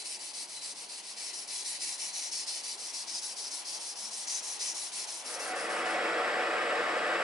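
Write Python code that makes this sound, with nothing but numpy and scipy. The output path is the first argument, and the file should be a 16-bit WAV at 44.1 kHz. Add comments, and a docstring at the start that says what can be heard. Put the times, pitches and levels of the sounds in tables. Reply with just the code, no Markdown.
"""A fizzing, ringing scrub comes first: steel wool worked to and fro on a steel rod clamped to a wooden
beam, heard on a two-port stereo microphone in a quiet workshop. Snagging fibres fizz, ring the steel and
now and then squeak; each stroke falls away where the hand turns, and the beam drones underneath.
Near the end the workshop crossfades to another room, where a gas torch roars through the resonances."""
import sys
import numpy as np
from scipy import signal
from scipy.fft import rfft, irfft, next_fast_len
from scipy.io import wavfile
from scipy.ndimage import uniform_filter1d

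SR = 44100
rng = np.random.default_rng(int(sys.argv[2]) if len(sys.argv) > 2 else 0)


def persist_wave(psi):
    """Save psi, clipped to +-1, as 16-bit WAV."""
    counts = np.round(np.clip(psi, -1, 1) * 32767).astype(np.int16)
    wavfile.write(sys.argv[1], SR, np.atleast_2d(counts).T)


N = 318830
PADDED = next_fast_len(N)


def gain_of(db):
    """Decibels to gain."""
    return 10 ** (np.asarray(db) / 20)


def unit_rms(x):
    """Scales to rms 1."""
    return x / np.sqrt(np.mean(x ** 2) + 1e-20)


def over_time(points):
    """A curve, sample by sample."""
    t, value = np.transpose(points)
    return np.interp(np.arange(N) / SR, t, value)


def over_hz(points):
    """Each column of a table, bin by bin, straight on a log axis."""
    f, *columns = np.transpose(points)
    log_bins = np.log(np.fft.rfftfreq(PADDED, 1 / SR) + 1)
    return [np.interp(log_bins, np.log(f + 1), column) for column in columns]


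def colour(x, db):
    """Filters by a level in dB for each bin."""
    return irfft(rfft(x, PADDED) * gain_of(db), PADDED)[:, :N]


def wander(seconds):
    """Slow random drift of rms 1, shared by left and right."""
    size = max(round(seconds * SR), 2)
    return unit_rms(uniform_filter1d(uniform_filter1d(rng.standard_normal(N), size), size))


def resonate(x, hz, width_hz):
    """A resonance that follows the curve hz: shifts it down to zero, smooths, and shifts back."""
    carrier = np.exp(2j * np.pi * np.cumsum(hz) / SR)
    pole = np.exp(-np.pi * width_hz / SR)
    return 2 * (carrier * signal.lfilter([1 - pole], [1, -pole], x / carrier)).real


def microphone(pair, image):
    """Blends two unrelated versions of a sound into the left and right microphone ports."""
    likeness, lead, balance_db = over_hz(image)
    likeness = np.clip(likeness, 0, 1)
    left, other = rfft(pair, PADDED)
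    right = (likeness * left + np.sqrt(1 - likeness ** 2) * other) * np.exp(-1j * lead)
    spectra = np.array([left * gain_of(balance_db / 2), right * gain_of(-balance_db / 2)])
    return irfft(spectra, PADDED)[:, :N]


def reflections(x, depth_db):
    """Reflections off hands, beam and walls cut a fine comb that shifts as the pad travels."""
    frames = signal.stft(x, nperseg=2048)[2]
    comb = uniform_filter1d(rng.standard_normal(frames.shape[1:]), size=2, axis=0)
    comb = unit_rms(uniform_filter1d(comb, size=5, axis=1))
    return unit_rms(signal.istft(frames * gain_of(depth_db * comb), nperseg=2048)[1][:, :N])


def snags(per_s, spread_db):
    """Fibres catch and let go: dense clicks of either sign, a few of them large."""
    chance, size, sign = rng.random((3, 2, N))
    size_db = spread_db * np.minimum(-np.log(size + 1e-9), 5)
    return unit_rms((chance < per_s / SR) * gain_of(size_db) * np.sign(sign - .5))


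# strokes on the rod: start t/s, base level/dB, swell from middle to end/dB, ring over fizz/dB
STROKES = [(-0.1, -42, 1, -5), (0.039, -42.5, 0.5, -3), (0.186, -44, -0.5, -4), (0.33, -42, 0, -3),
           (0.469, -45.5, 1.5, -3.5), (0.609, -42, -0.5, -4.0), (0.743, -47.5, 1, -1.5),
           (0.883, -45, -1.5, -4), (1.023, -47, 2, -1), (1.16, -43.0, 1.5, -2.0), (1.327, -44.0, -2.5, -2),
           (1.471, -40.0, 2, -3.5), (1.642, -40.0, -3, -3.5), (1.792, -39.5, 0.5, -2),
           (1.976, -40.5, -1, -2), (2.124, -42, 0, 1.0), (2.311, -41.0, -2, 1), (2.461, -41.5, -1.5, 2),
           (2.627, -42.0, -0.5, 0.5), (2.769, -43.5, 1.5, 0.0), (2.926, -43, -2, 2),
           (3.063, -43.5, 2.5, 4.5), (3.211, -42.5, -2, 0.0), (3.352, -44.0, 1.5, 3.0),
           (3.502, -42, -2, 0.0), (3.642, -43.5, 2.0, 3.5), (3.791, -42.5, -0.5, 0.5), (3.95, -44, 0.5, 1),
           (4.104, -42.5, 0.5, 0), (4.267, -39, -0.5, 2), (4.417, -42.5, -0.5, -0.5),
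           (4.588, -39.5, 1, 1.5), (4.739, -41.5, -3, -1.5), (4.914, -40.0, 1, -1), (5.065, -43.0, -2, -1),
           (5.238, -43, 1.5, -1.5), (5.388, -44.0, -2.5, -1), (5.542, -44.5, 1.0, -1.5),
           (5.687, -44.5, -1.5, -1), (5.847, -42.5, -2, -2)]
# fizz of fibres on steel: f/Hz, relative level/dB
FIZZ_SPECTRUM = [(60, -85), (300, -55), (1400, -20), (2000, -21), (2700, -15.5), (3400, -7.5), (4100, -2.5),
                 (4600, -11.5), (6800, -4.5), (8400, 2.5), (9300, 1), (10700, 3.5), (12000, -5)]
# centre of the ring as the grip moves along the rod: t/s, f/Hz
RING_CENTRE = [(0, 5250), (.5, 5000), (1.0, 5000), (1.4, 5360), (1.9, 5450), (2.15, 5850), (2.45, 5100),
               (2.8, 5150), (3.3, 5350), (3.75, 5200), (4.0, 5500), (4.3, 5800), (4.9, 5600), (5.4, 5260),
               (6.0, 5040)]
# how firmly the rod drives the plate: t/s, level/dB relative to the stroke
PLATE_DRIVE = [(0, -9.5), (1.0, -7.5), (1.6, -10), (2.3, -8.5), (3.0, -11), (4.0, -14.5), (4.4, -9),
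               (5.0, -12.5), (6.0, -15)]
# the workshop at the microphone: f/Hz, left-right likeness, left lead/rad, left over right/dB
WORKSHOP_IMAGE = [(98, 1, 0.87, 2.5), (595, 0.72, -0.41, 1), (1390, 0.37, -0.8, 1.5), (2450, 0.44, -0.5, 2),
                  (3540, 0.19, 0.047, 1.5), (4400, 0.51, 0.023, 0), (5420, 0.79, 0.1, 3.5),
                  (6000, 0.8, -1.3, 5), (6560, 0.54, -0.085, 1), (8500, 0.69, -0.29, 1),
                  (11000, 0.93, -0.7, 2)]
def scrub():
    """Snags follow the hand's speed; they fizz and ring the steel in a band that moves with the grip."""
    last_turn_s, glide_hz = 6.0, 250
    starts, level_db, swell_db, ring_over_db = np.transpose(STROKES)
    turns, t = np.append(starts, last_turn_s), np.arange(N) / SR
    progress = np.interp(t, turns, np.arange(len(turns)))  # stroke count; fraction = way along it
    stroke = np.minimum(progress.astype(int), len(starts) - 1)
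    along = 2 * (progress - stroke) - 1  # from -1 at one turn to 1 at the next
    arch = 1 - 2 * abs(along)
    press_db = uniform_filter1d(level_db[stroke], size=600)
    # the fizz sags along a stroke and arches in its middle; the ring swells more and dips there
    fizz_db = press_db + (swell_db[stroke] - 0.5) * along + 0.5 * arch
    ring_db = press_db + ring_over_db[stroke] + 1.33 * swell_db[stroke] * along - arch
    fizz_gain, ring_gain = uniform_filter1d(gain_of([fizz_db, ring_db]), size=400)
    ring_hz = over_time(RING_CENTRE) - glide_hz / 2 * along * (-1) ** stroke  # down one way, up the other
    # the pad bites quickly after a turn and slows more gently into the next
    since, until = t - turns[stroke], abs(turns[stroke + 1] - t)
    speed = 0.34 + np.tanh(since / 0.029) * np.tanh(until / 0.033)  # the floor stands for echoes
    bite = (np.tanh(since / 0.012) * np.tanh(until / 0.02)) ** 2
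    fizz = colour(snags(per_s=14000, spread_db=2.3), over_hz(FIZZ_SPECTRUM)[0])
    fizz = reflections(fizz, depth_db=4.3) * fizz_gain * speed
    ring = resonate(snags(per_s=9000, spread_db=2.7), ring_hz, width_hz=2120)
    ring = reflections(resonate(ring, ring_hz, width_hz=2100), depth_db=3.3) * ring_gain
    ring = colour(ring, over_hz([(1500, -45), (3300, -3.0), (4000, -1)])[0])  # steep on its low side
    # the heavy plate rings on through each turn more than the rod does
    plate_gain = gain_of(press_db + over_time(PLATE_DRIVE))
    steel = ring * (0.28 + bite) + plate() * plate_gain * (0.93 + bite)
    flicker = gain_of(0.6 * wander(0.018))
    return microphone((fizz + steel) * flicker + squeaks(), WORKSHOP_IMAGE)


# modes of the rod and clamped plate: f/Hz, width/Hz, relative level/dB
STEEL_MODES = [(2016, 380, 0.5), (2310, 120, -1.5), (2636, 240, 2), (2980, 68, -2), (4120, 300, 9),
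               (4433, 55, 4), (4765, 51, 2), (6050, 420, 4.5)]
# thin steel radiates little bass: f/Hz, relative level/dB
STEEL_RADIATION = [(1200, -38), (1950, -15)]
def plate():
    """Snags ring the steel's modes, each swelling and fading as the pad covers other spots."""
    drive = snags(per_s=6000, spread_db=3.4)
    modes = sum(gain_of(db + 2.5 * wander(0.054)) * unit_rms(resonate(drive, np.full(N, hz), width))
                for hz, width, db in STEEL_MODES)
    return unit_rms(colour(modes, over_hz(STEEL_RADIATION)[0]))


# room tone of the workshop: f/Hz, relative level/dB
AIR_SPECTRUM = [(24, -50), (60, -40), (100, -32), (145, -13.5), (200, -5.5), (260, -5), (310, 0), (450, -1),
                (800, -5), (1400, -9.5), (2300, -36), (5000, -25)]
# wooden beam under the rod: f/Hz, relative level/dB
BEAM_SPECTRUM = [(200, -31), (450, -9), (700, 2), (910, 5), (1050, 1.5), (1250, -4.5), (1650, -4),
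                 (2100, -4.5), (3400, -0.5), (5000, -26)]
# the beam's drone: t/s, level/dB
BEAM_LEVEL = [(0, -56), (1.2, -55.5), (2.4, -53.5), (4.8, -50)]
def air_and_beam():
    """Still air, and the beam's broad resonance, which grows as the pad moves along the rod."""
    air = unit_rms(colour(rng.standard_normal((2, N)), over_hz(AIR_SPECTRUM)[0]))
    beam = unit_rms(colour(rng.standard_normal((2, N)), over_hz(BEAM_SPECTRUM)[0]))
    air_db = -60 + .7 * wander(.08)
    beam_db = over_time(BEAM_LEVEL) + .7 * wander(.05)
    air = reflections(air, depth_db=3.2) * gain_of(air_db)
    return microphone(air + beam * gain_of(beam_db), WORKSHOP_IMAGE)


# fibres that sing for a moment: middle t/s, f/Hz, peak level/dB, half length/s
SQUEAKS = [(0.57, 4040, -44, 0.018), (0.663, 5300, -47, 0.0103), (1.56, 4100, -60, .05),
           (1.701, 4100, -54, 0.022), (2.025, 5580, -40, 0.032), (4.345, 6180, -37, 0.023),
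           (5.003, 4260, -44, 0.019)]
def squeaks():
    """Short narrow whistles of stick and slip."""
    out = np.zeros((2, N))
    width_hz = 140
    for middle_s, hz, db, half_s in SQUEAKS:
        t = np.arange(-3 * half_s, 3 * half_s, 1 / SR)
        pitch = np.full(len(t), hz)
        friction = rng.standard_normal((2, len(t)))
        whistle = unit_rms(resonate(resonate(friction, pitch, width_hz), pitch, width_hz))
        start = round((middle_s + t[0]) * SR)
        out[:, start:start + len(t)] += gain_of(db) * whistle * np.exp(-(t / half_s) ** 2)
    return out


# roar of the flame: f/Hz, relative level/dB
ROAR_SPECTRUM = [(24, -70), (60, -49), (110, -41), (160, -23.5), (268, -14.5), (483, -3), (737, -4.5),
                 (955, -8.5), (1210, -7.5), (1930, -11), (3000, -17.5), (4300, -24), (4830, -22),
                 (5700, -31.5), (7730, -31.5), (11000, -41)]
# standing waves and burner tube lift the roar, cancelling echoes notch it: f/Hz, width/Hz, lift/dB
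ROOM_MODES = [(334, 23, 7.5), (393, 35, -8), (492, 15, -2), (644, 16, -7), (824, 20, -13), (955, 43, -7),
              (1280, 20, -7), (475, 21, 5.5), (593, 100, 3.5), (705, 18, 1), (742, 15, 11), (856, 26, 5),
              (1125, 59, 4.5), (1228, 27, 6.5), (1331, 80, 6.5), (1466, 7.2, 10.5), (1596, 23, 10),
              (1786, 150, 7), (1962, 76, 7.5), (2240, 91, 7), (2514, 53, 9), (2680, 24, 12.5),
              (2940, 21, 10.5), (3274, 38, 8.5), (3840, 150, 4), (5390, 270, 8), (7820, 520, 8),
              (10300, 410, 10)]
# the torch at the microphone: f/Hz, left-right likeness, left lead/rad, left over right/dB
TORCH_IMAGE = [(100, 0.98, -0.34, 2.5), (760, 0.93, 0.24, -0.8), (1060, 0.72, -0.63, 4.5),
               (1330, 0.89, 0.45, -1), (1630, 0.91, -1.4, 4.5), (2020, 0.91, -0.72, -1),
               (2750, 1, -1.06, -1), (3400, 0.16, -0.78, -2), (4500, 0.74, -0.48, 0),
               (6600, 0.36, -0.6, 2.5), (7500, 0.63, -.4, 1), (11000, 0.44, -0.29, 3)]
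def torch(level_db=-30.5):
    """Turbulent burning flutters a little and reaches the microphone through the room's resonances."""
    hz = np.fft.rfftfreq(PADDED, 1 / SR)
    lift_db = sum(db / (1 + (2 * (hz - f) / width) ** 2) for f, width, db in ROOM_MODES)
    burning = rng.standard_normal((2, N)) * gain_of(0.48 * wander(0.013) + 0.11 * wander(0.13))
    roar = unit_rms(colour(burning, over_hz(ROAR_SPECTRUM)[0] + lift_db))
    return microphone(roar * gain_of(level_db), TORCH_IMAGE)


def scene():
    """An equal-power crossfade leads from the workshop to the torch's room."""
    fade_start_s, fade_length_s = 5.195, 0.98
    angle = np.pi / 2 * np.clip((np.arange(N) / SR - fade_start_s) / fade_length_s, 0, 1)
    return (scrub() + air_and_beam()) * np.cos(angle) + torch() * np.sin(angle)


def record(dry, cutoff_hz=11030):
    """A steep low-pass takes the top treble off both microphone channels."""
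    low_pass = signal.firwin(1023, cutoff_hz, window=("kaiser", 8), fs=SR)
    return signal.oaconvolve(dry, low_pass[None], "same")


dry = scene()
out = record(dry)
persist_wave(out)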